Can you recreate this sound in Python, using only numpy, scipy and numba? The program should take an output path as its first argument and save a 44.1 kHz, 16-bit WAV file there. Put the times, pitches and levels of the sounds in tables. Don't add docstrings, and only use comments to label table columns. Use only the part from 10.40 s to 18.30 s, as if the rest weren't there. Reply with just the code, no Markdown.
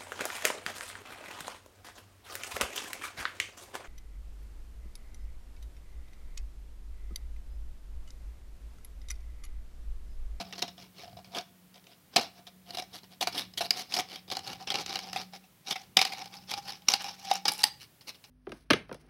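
import sys
import numpy as np
from scipy import signal
from scipy.fft import rfft, irfft
from scipy.io import wavfile
from scipy.ndimage import uniform_filter1d
from numba import njit

SR = 44100
rng = np.random.default_rng(int(sys.argv[2]) if len(sys.argv) > 2 else 0)


def waveform_to_disk(signal):
    frames = np.transpose(np.atleast_2d(signal))
    scaled = np.clip(frames, -1, 1) * 32767
    samples = np.round(scaled).astype(np.int16)
    wavfile.write(sys.argv[1], SR, samples)


N = 348345


def undb(db):
    return 10 ** (np.asarray(db) / 20)


def unit_rms(x):
    return x / np.sqrt(np.mean(x ** 2))


def curves(table):
    times, *columns = np.transpose(table)
    return [np.interp(np.arange(N) / SR, times, column) for column in columns]


@njit
def moving_band(x, hz, width_hz):
    y, band_state, low_state = np.empty(len(x)), 0., 0.
    for i in range(len(x)):
        g, damping = np.tan(np.pi * hz[i] / SR), width_hz / hz[i]
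        v = (band_state + g * (x[i] + 1e-18 - low_state)) / (1 + g * (g + damping))
        band_state = 2 * v - band_state
        low_state += 2 * g * v
        y[i] = damping * v
    return y


def band(x, hz, width_hz):
    return moving_band(x, hz + np.zeros(len(x)), float(width_hz))


def wander(rate_hz):
    hold = int(SR / rate_hz)
    steps = np.repeat(rng.standard_normal(N // hold + 1), hold)
    return uniform_filter1d(uniform_filter1d(steps, hold), hold)[:N]


# f/Hz, relative level/dB
ROOM_SPECTRUM = [(20, -27.5), (60, -7), (150, -1), (300, -8.5), (1000, -15.5), (3000, -17.5), (7000, -22.5),
                 (15500, -18.5)]
def room_tone(level_db=-62):
    hz = np.maximum(np.fft.rfftfreq(N, 1 / SR), 1)
    points_hz, points_db = np.transpose(ROOM_SPECTRUM)
    shape = undb(np.interp(np.log(hz), np.log(points_hz), points_db))
    return unit_rms(irfft(rfft(rng.standard_normal(N)) * shape, N)) * undb(level_db)


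# t/s, level/dB
RUMBLE_LEVEL = [(0.0, -63), (0.26, -71), (0.81, -61), (1.41, -95), (1.74, -70.5), (4.75, -62), (5.01, -79),
                (5.67, -66), (7.9, -72)]
def rumble():
    level_db, = curves(RUMBLE_LEVEL)
    low_noise = band(band(rng.standard_normal(N), 100, 81), 100, 140)
    return unit_rms(low_noise) * undb(level_db + 6.8 * wander(7.9))


# t/s, level/dB
HUM_LEVEL = [(0.0, -52), (0.31, -59), (1.74, -66), (1.91, -60), (4.77, -55), (5.17, -66.5), (5.9, -56),
             (6.49, -63), (7.0, -56.5), (7.61, -82.5), (7.9, -79)]
def hum(hz=184.7, width_hz=33):
    level_db, = curves(HUM_LEVEL)
    phase = 2 * np.pi * np.cumsum(hz + 2.5 * wander(15)) / SR
    tone = np.sin(phase) * undb(3.4 * wander(5.3))
    noise = unit_rms(band(rng.standard_normal(N), hz, width_hz))
    return (tone + 0.34 * noise) * undb(level_db)


def room_echo(x, t60_s=0.29, wet_db=-18.5):
    t = np.arange(int(.4 * SR)) / SR
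    tail = band(rng.standard_normal(len(t)), 1700, 4200) * np.exp(-np.log(1000) * t / t60_s) * (t > .004)
    return x + undb(wet_db) * signal.fftconvolve(x, tail / np.sqrt(np.sum(tail ** 2)))[:N]


# t/s, f/Hz
TUBE_NOTE = [(0, 698), (1.7, 701.6), (3.2, 725), (4.1, 776.5), (4.7, 766.7), (5.6, 770.4), (6.0, 805.4),
             (6.7, 808), (6.92, 775), (7.08, 840), (7.9, 824)]
def tube_sustain(x):
    tube_hz, = curves(TUBE_NOTE)
    return 0.41 * band(x, tube_hz, width_hz=5.5)


# f/Hz, width/Hz, level/dB
WALL_MODES = [(1145, 630, -3), (1842, 220, 0.5), (2270, 287, 3), (2890, 273, 5.5), (3320, 530, 2.5),
              (3896, 520, 6), (4454, 725, 3), (5220, 595, 6.5), (5886, 1220, -1), (8830, 410, -21)]
def wall(x, flicker_db=0):
    out = np.zeros(len(x))
    for k, (hz, width_hz, db) in enumerate(WALL_MODES):
        drive = x * undb(flicker_db * wander(70)) if flicker_db else x
        out += (-1) ** k * undb(db) * band(drive, hz, width_hz)
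    return out


def fizz(x):
    return band(band(x, 7700, 10000), 10730, 8100)


# t/s, peak level/dB
BLADE_CLICKS = [(6.622, -31), (6.938, -26), (7.082, -20), (7.121, -21), (7.136, -26), (7.18, -31),
                (7.24, -9.5)]
def blade_clicks():
    out = np.zeros(N)
    ms = np.arange(400) * 1000 / SR
    for s, db in BLADE_CLICKS:
        start = int(s * SR)
        click = band(rng.standard_normal(len(ms)) * np.exp(-(ms / 1.2) ** 2), 8800, 3900)
        out[start:start + len(ms)] += undb(db) * click / np.abs(click).max()
    return out


# top t/s, fall/ms, level/dB, relative tube level/dB
BLADE_STROKES = [(0.0, 20, -34, -4), (0.07, 51, -55, 1), (0.426, 40, -53, -13), (0.602, 40, -49, -12),
                 (0.699, 40, -65, 0), (0.873, 22, -61.5, -11), (0.971, 34.7, -40, 1.5),
                 (1.37, 19, -60.5, -16), (1.52, 28, -63, -2), (1.741, 15.6, -53.5, -7.5),
                 (1.787, 11.7, -27, -7.5), (1.84, 33, -46, -3.5), (1.981, 33, -59, 0.5),
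                 (2.3, 25, -50.5, -5), (2.347, 13, -40.5, -12), (2.554, 26, -43.5, -9),
                 (2.724, 17, -56, -2.5), (2.981, 39, -32.5, -15), (3.253, 17, -40, 1),
                 (3.385, 47, -38, -10), (3.562, 46.6, -36.5, -7.5), (3.738, 42, -43, -11),
                 (4.095, 47.4, -39, -5.5), (4.217, 22, -48, 2.5), (4.395, 29, -33.5, -7.5),
                 (4.529, 45, -38.5, -9), (4.657, 86, -47.5, -3.5), (4.79, 38, -39, -6.5),
                 (4.952, 18, -45, -5), (5.3, 28, -35.5, -7), (5.41, 42, -54.5, -4), (5.69, 28, -43.5, -7),
                 (5.795, 43, -44, -1), (5.949, 40, -49.5, -1.5), (6.032, 17, -57, -5),
                 (6.118, 27, -34.5, -14), (6.18, 14, -37, -1.5), (6.298, 50, -40, -7),
                 (6.521, 31.5, -33.5, -10), (6.613, 16, -39.5, -6), (6.677, 36, -39.5, -5),
                 (6.74, 11, -47, -9), (6.86, 78, -46, -6), (6.915, 34, -35.5, -8), (6.98, 16, -48, -17),
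                 (7.14, 25, -43.5, -26), (7.2, 35, -44, -6), (7.27, 19, -42.5, -1.5), (7.428, 23, -50, -28),
                 (7.69, 17, -39.5, -24)]
def strokes(blade_hz, rise_per_fall=0.93):
    return [(s, rise_per_fall * fall_ms, fall_ms, db, blade_hz[int(s * SR)], tube_db)
            for s, fall_ms, db, tube_db in BLADE_STROKES]


def pressure(swells):
    wall_power, tube_power = np.full((2, N), 1e-12)
    weighted_hz = np.zeros(N)
    for s, rise_ms, fall_ms, db, hz, tube_db in swells:
        top = int(SR * s)
        span = np.arange(max(0, top - 8000), min(N, top + 8000))
        ms = (span / SR - s) * 1000
        power = undb(2 * db) * np.exp(-2 * np.abs(ms / np.where(ms < 0, rise_ms, fall_ms)) ** 1.78)
        wall_power[span] += power
        tube_power[span] += power * undb(2 * tube_db)
        weighted_hz[span] += power * hz
    return np.sqrt(wall_power), np.sqrt(tube_power), np.clip(weighted_hz / wall_power, 2000, 8000)


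# t/s, brightest f/Hz, treble and table level/dB against the wall
CUT_COLOUR = [(0, 3800, -22, -6.5), (0.9, 3700, -18, -6), (1.5, 3300, -33, -2.5), (1.8, 3900, -22, -6),
              (2.4, 3900, -13, -10), (3.0, 3900, -12.5, -10), (3.4, 5100, -13, -9.5),
              (3.8, 3600, -18.5, -8), (4.1, 4900, -18.5, -8.5), (4.35, 4900, -23, -7.5),
              (4.8, 5000, -18, -10.5), (5.3, 5200, -18, -12), (5.9, 5200, -17.5, -14),
              (6.5, 5400, -17.5, -16.5), (6.9, 5400, -20.5, -23), (7.05, 5000, -30.5, -17.5),
              (7.12, 4900, -4, -8.5), (7.3, 4040, -7.5, -18.5), (7.9, 5000, -16, -12)]
def scrape_and_rustle(tube_hz, slips_per_s=6000, ticks_per_s=110):
    blade_hz, treble_db, table_db = curves(CUT_COLOUR)
    push, air_push, patch_hz = pressure(strokes(blade_hz) + rustles())
    slipping = rng.random(N) < slips_per_s / SR
    slips = slipping * undb(1.2 * rng.exponential(size=N)) * rng.standard_normal(N)
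    grains = unit_rms(slips) * undb(4 * wander(260))
    grains += 10 * (rng.random(N) < ticks_per_s / SR) * rng.standard_normal(N)
    hiss = rng.standard_normal(N) * undb(3 * wander(60))
    ring = wall(grains, flicker_db=3)
    body = undb(5) * ring + band(ring, patch_hz, 1700) + undb(-4) * band(grains, patch_hz, 660)
    treble = undb(treble_db) * unit_rms(fizz(grains))
    table = undb(table_db) * unit_rms(band(band(hiss, 280, 760), 400, 700))
    tube = unit_rms(band(hiss + 0.81 * grains, tube_hz, 38))
    return push * (unit_rms(body) + treble + table) + air_push * tube


# t/s, wall peak level/dB, loudest f/Hz, tube and rustle level/dB against that peak
WALL_CRACKS = [(0.1256, -31, 2880, -24, -14), (0.154, -40.5, 4300, -30, -11),
               (0.18, -34.5, 4300, -34, -6.5), (0.2211, -18.5, 4200, -25, -13.5),
               (0.2793, -32.5, 3600, -15, -17.5), (0.3795, -42, 3350, -6, -16),
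               (0.634, -39.5, 4050, -5, -16.5), (0.655, -48.5, 3600, 6, -13),
               (0.678, -44.5, 3970, -2, -17.5), (0.729, -50.5, 4000, 3, -19), (0.7687, -49, 4000, 8, -9),
               (0.788, -49, 4000, 8, -9), (0.845, -42, 4000, -15, -18.5), (0.9487, -27.5, 3430, -12, -15),
               (0.9847, -23, 3670, -22, -34), (1.342, -43, 3800, -24, -21), (1.357, -43, 3800, -21, -13.5),
               (1.379, -49, 3000, -8, -19.5), (1.44, -51, 3520, -25, -17), (1.468, -46, 2900, -34, -13.5),
               (1.7614, -8.5, 3960, -13, -14.5), (1.7655, -10.5, 4290, -14, -17.5),
               (1.8094, -28.5, 4950, -5, -15), (2.068, -42, 3100, -12, -8.5),
               (2.3062, -30.5, 4410, -14.5, -28.5), (2.3714, -26, 4060, -10, -19.5),
               (2.385, -25.5, 3800, -5, -12.5), (2.4219, -35, 5660, -1, -15),
               (2.632, -42.5, 4100, -20.5, -10), (2.734, -45.5, 3800, -24, -15),
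               (2.8105, -20, 3330, -7, -9.5), (2.8254, -20, 5270, -9.5, -16.5),
               (2.8718, -15, 4020, -10.5, -19), (3.137, -40, 5030, -19.5, -21),
               (3.1742, -27, 3460, -40.5, -4.5), (3.2071, -23, 4720, -1.5, -6.5),
               (3.3067, -6.5, 4930, -32.5, -29), (3.5227, -24, 2450, -30, -22.5),
               (3.5393, -15.5, 4900, -24, -19.5), (3.5668, -19, 4970, -7, -11),
               (3.5879, -20, 5600, -7, -10), (3.8796, -44, 3820, -30, -4.5),
               (3.901, -26.5, 3660, -15, -19.5), (3.9145, -21.5, 4330, -15, -11.5),
               (3.9514, -30, 4250, -29, -9.5), (3.9689, -20.5, 4170, -9, -25.5),
               (3.9908, -29, 5340, -15.5, -19.5), (4.2718, -31.5, 3250, -33.5, -2.5),
               (4.3028, -16.5, 3300, -23, -18), (4.3204, -24, 4400, -13.5, -24.5),
               (4.341, -25.5, 4670, -16, -4.5), (4.4617, -25, 5040, -38, -15.5),
               (4.4937, -26.5, 4660, -20, -13.5), (4.556, -19, 4040, -15.5, -15),
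               (4.5895, -23.5, 4070, -17.5, -25.5), (4.7303, -24.5, 5040, -17.5, -17),
               (4.7606, -23, 2240, -2, -15.5), (4.934, -38, 3800, -2, -17), (5.039, -51.5, 2670, -10, -13),
               (5.3093, -19.5, 3560, -28, -13.5), (5.3576, -29, 2100, -9.5, -10),
               (5.5695, -3, 3720, -26.5, -21), (5.5902, -11, 2270, -17, -20),
               (5.6146, -7.5, 4830, -21, -19.5), (5.6507, -17, 4840, -21, -16),
               (5.7216, -27.5, 2270, -22, -14), (5.7339, -24, 4840, -10.5, -27.5),
               (5.7484, -34.5, 2350, -25, -19), (5.8422, -39, 5130, -22, -18),
               (5.8576, -32.5, 4100, -11, -15), (5.9389, -34, 2650, -25, -23.5),
               (6.1205, -28.5, 2330, -3.5, -14.5), (6.1378, -19, 4830, -14, -28.5),
               (6.42, -45.5, 3760, -11, -16.5), (6.4849, -5, 5770, -26, -23),
               (6.5189, -17, 6100, -16.5, -37), (6.5372, -9, 4870, -16.5, -19),
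               (6.642, -25.5, 5300, -12.5, -13), (6.913, -13, 2840, -1, -27),
               (6.9541, -21.5, 5900, -11.5, -17), (7.0542, -15.5, 4760, -9, -13),
               (7.0807, -11.5, 4940, -21, -17), (7.1174, -26.5, 4740, -7, -20),
               (7.2337, -15, 5130, -35, -33), (7.2383, -5.5, 4800, -18, -26), (7.61, -41, 4500, -36, -18.5),
               (7.745, -44.5, 3530, -32, -14), (7.84, -39, 5000, -27, -11.5)]
def cracks(tube_hz, thump_db=-37, fizz_db=-16, tube_rise_ms=2.3, tube_decay_ms=3.96):
    size = int(.06 * SR)
    out = np.zeros(N + size)
    ms = np.arange(size) * 1000 / SR
    _, treble_db, _ = curves(CUT_COLOUR)
    tube_envelope = (1 - np.exp(-ms / tube_rise_ms)) * np.exp(-ms / tube_decay_ms)
    for s, db, patch_hz, tube_db, _ in WALL_CRACKS:
        start = int(s * SR)
        burst = 3.1 * (ms == 0) + rng.standard_normal(size) * np.exp(-(ms / 3.6) ** 2)
        ring = wall(burst) + undb(13) * band(burst, patch_hz, 270)
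        tube = tube_envelope * np.sin(2 * np.pi * tube_hz[start] * ms / 1000)
        thump = band(band(burst, 300, 500), 330, 700)
        bright_db = fizz_db + 0.55 * treble_db[start]
        for part, part_db in (ring, 0), (tube, tube_db), (thump, thump_db), (fizz(burst), bright_db):
            out[start:start + size] += undb(db + part_db) * part / np.abs(part).max()
    return out[:N]


def rustles(rise_ms=3.5, fall_ms=18.3, tube_carry=0.43):
    return [(s + rise_ms / 1000, rise_ms, fall_ms, db + rustle_db, hz, 0.1 + tube_carry * tube_db)
            for s, db, hz, tube_db, rustle_db in WALL_CRACKS]


def scene():
    tube_hz, = curves(TUBE_NOTE)
    bottle = cracks(tube_hz) + scrape_and_rustle(tube_hz)
    close_up = bottle + tube_sustain(bottle) + blade_clicks()
    return (room_echo(close_up) + room_tone() + rumble() + hum())[None]


def record(dry):
    thinned = signal.sosfilt(signal.butter(1, 60, "high", fs=SR, output="sos"), dry)
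    return signal.sosfilt(signal.ellip(10, .2, 60, 15900, fs=SR, output="sos"), thinned)


dry = scene()
out = record(dry)
waveform_to_disk(out)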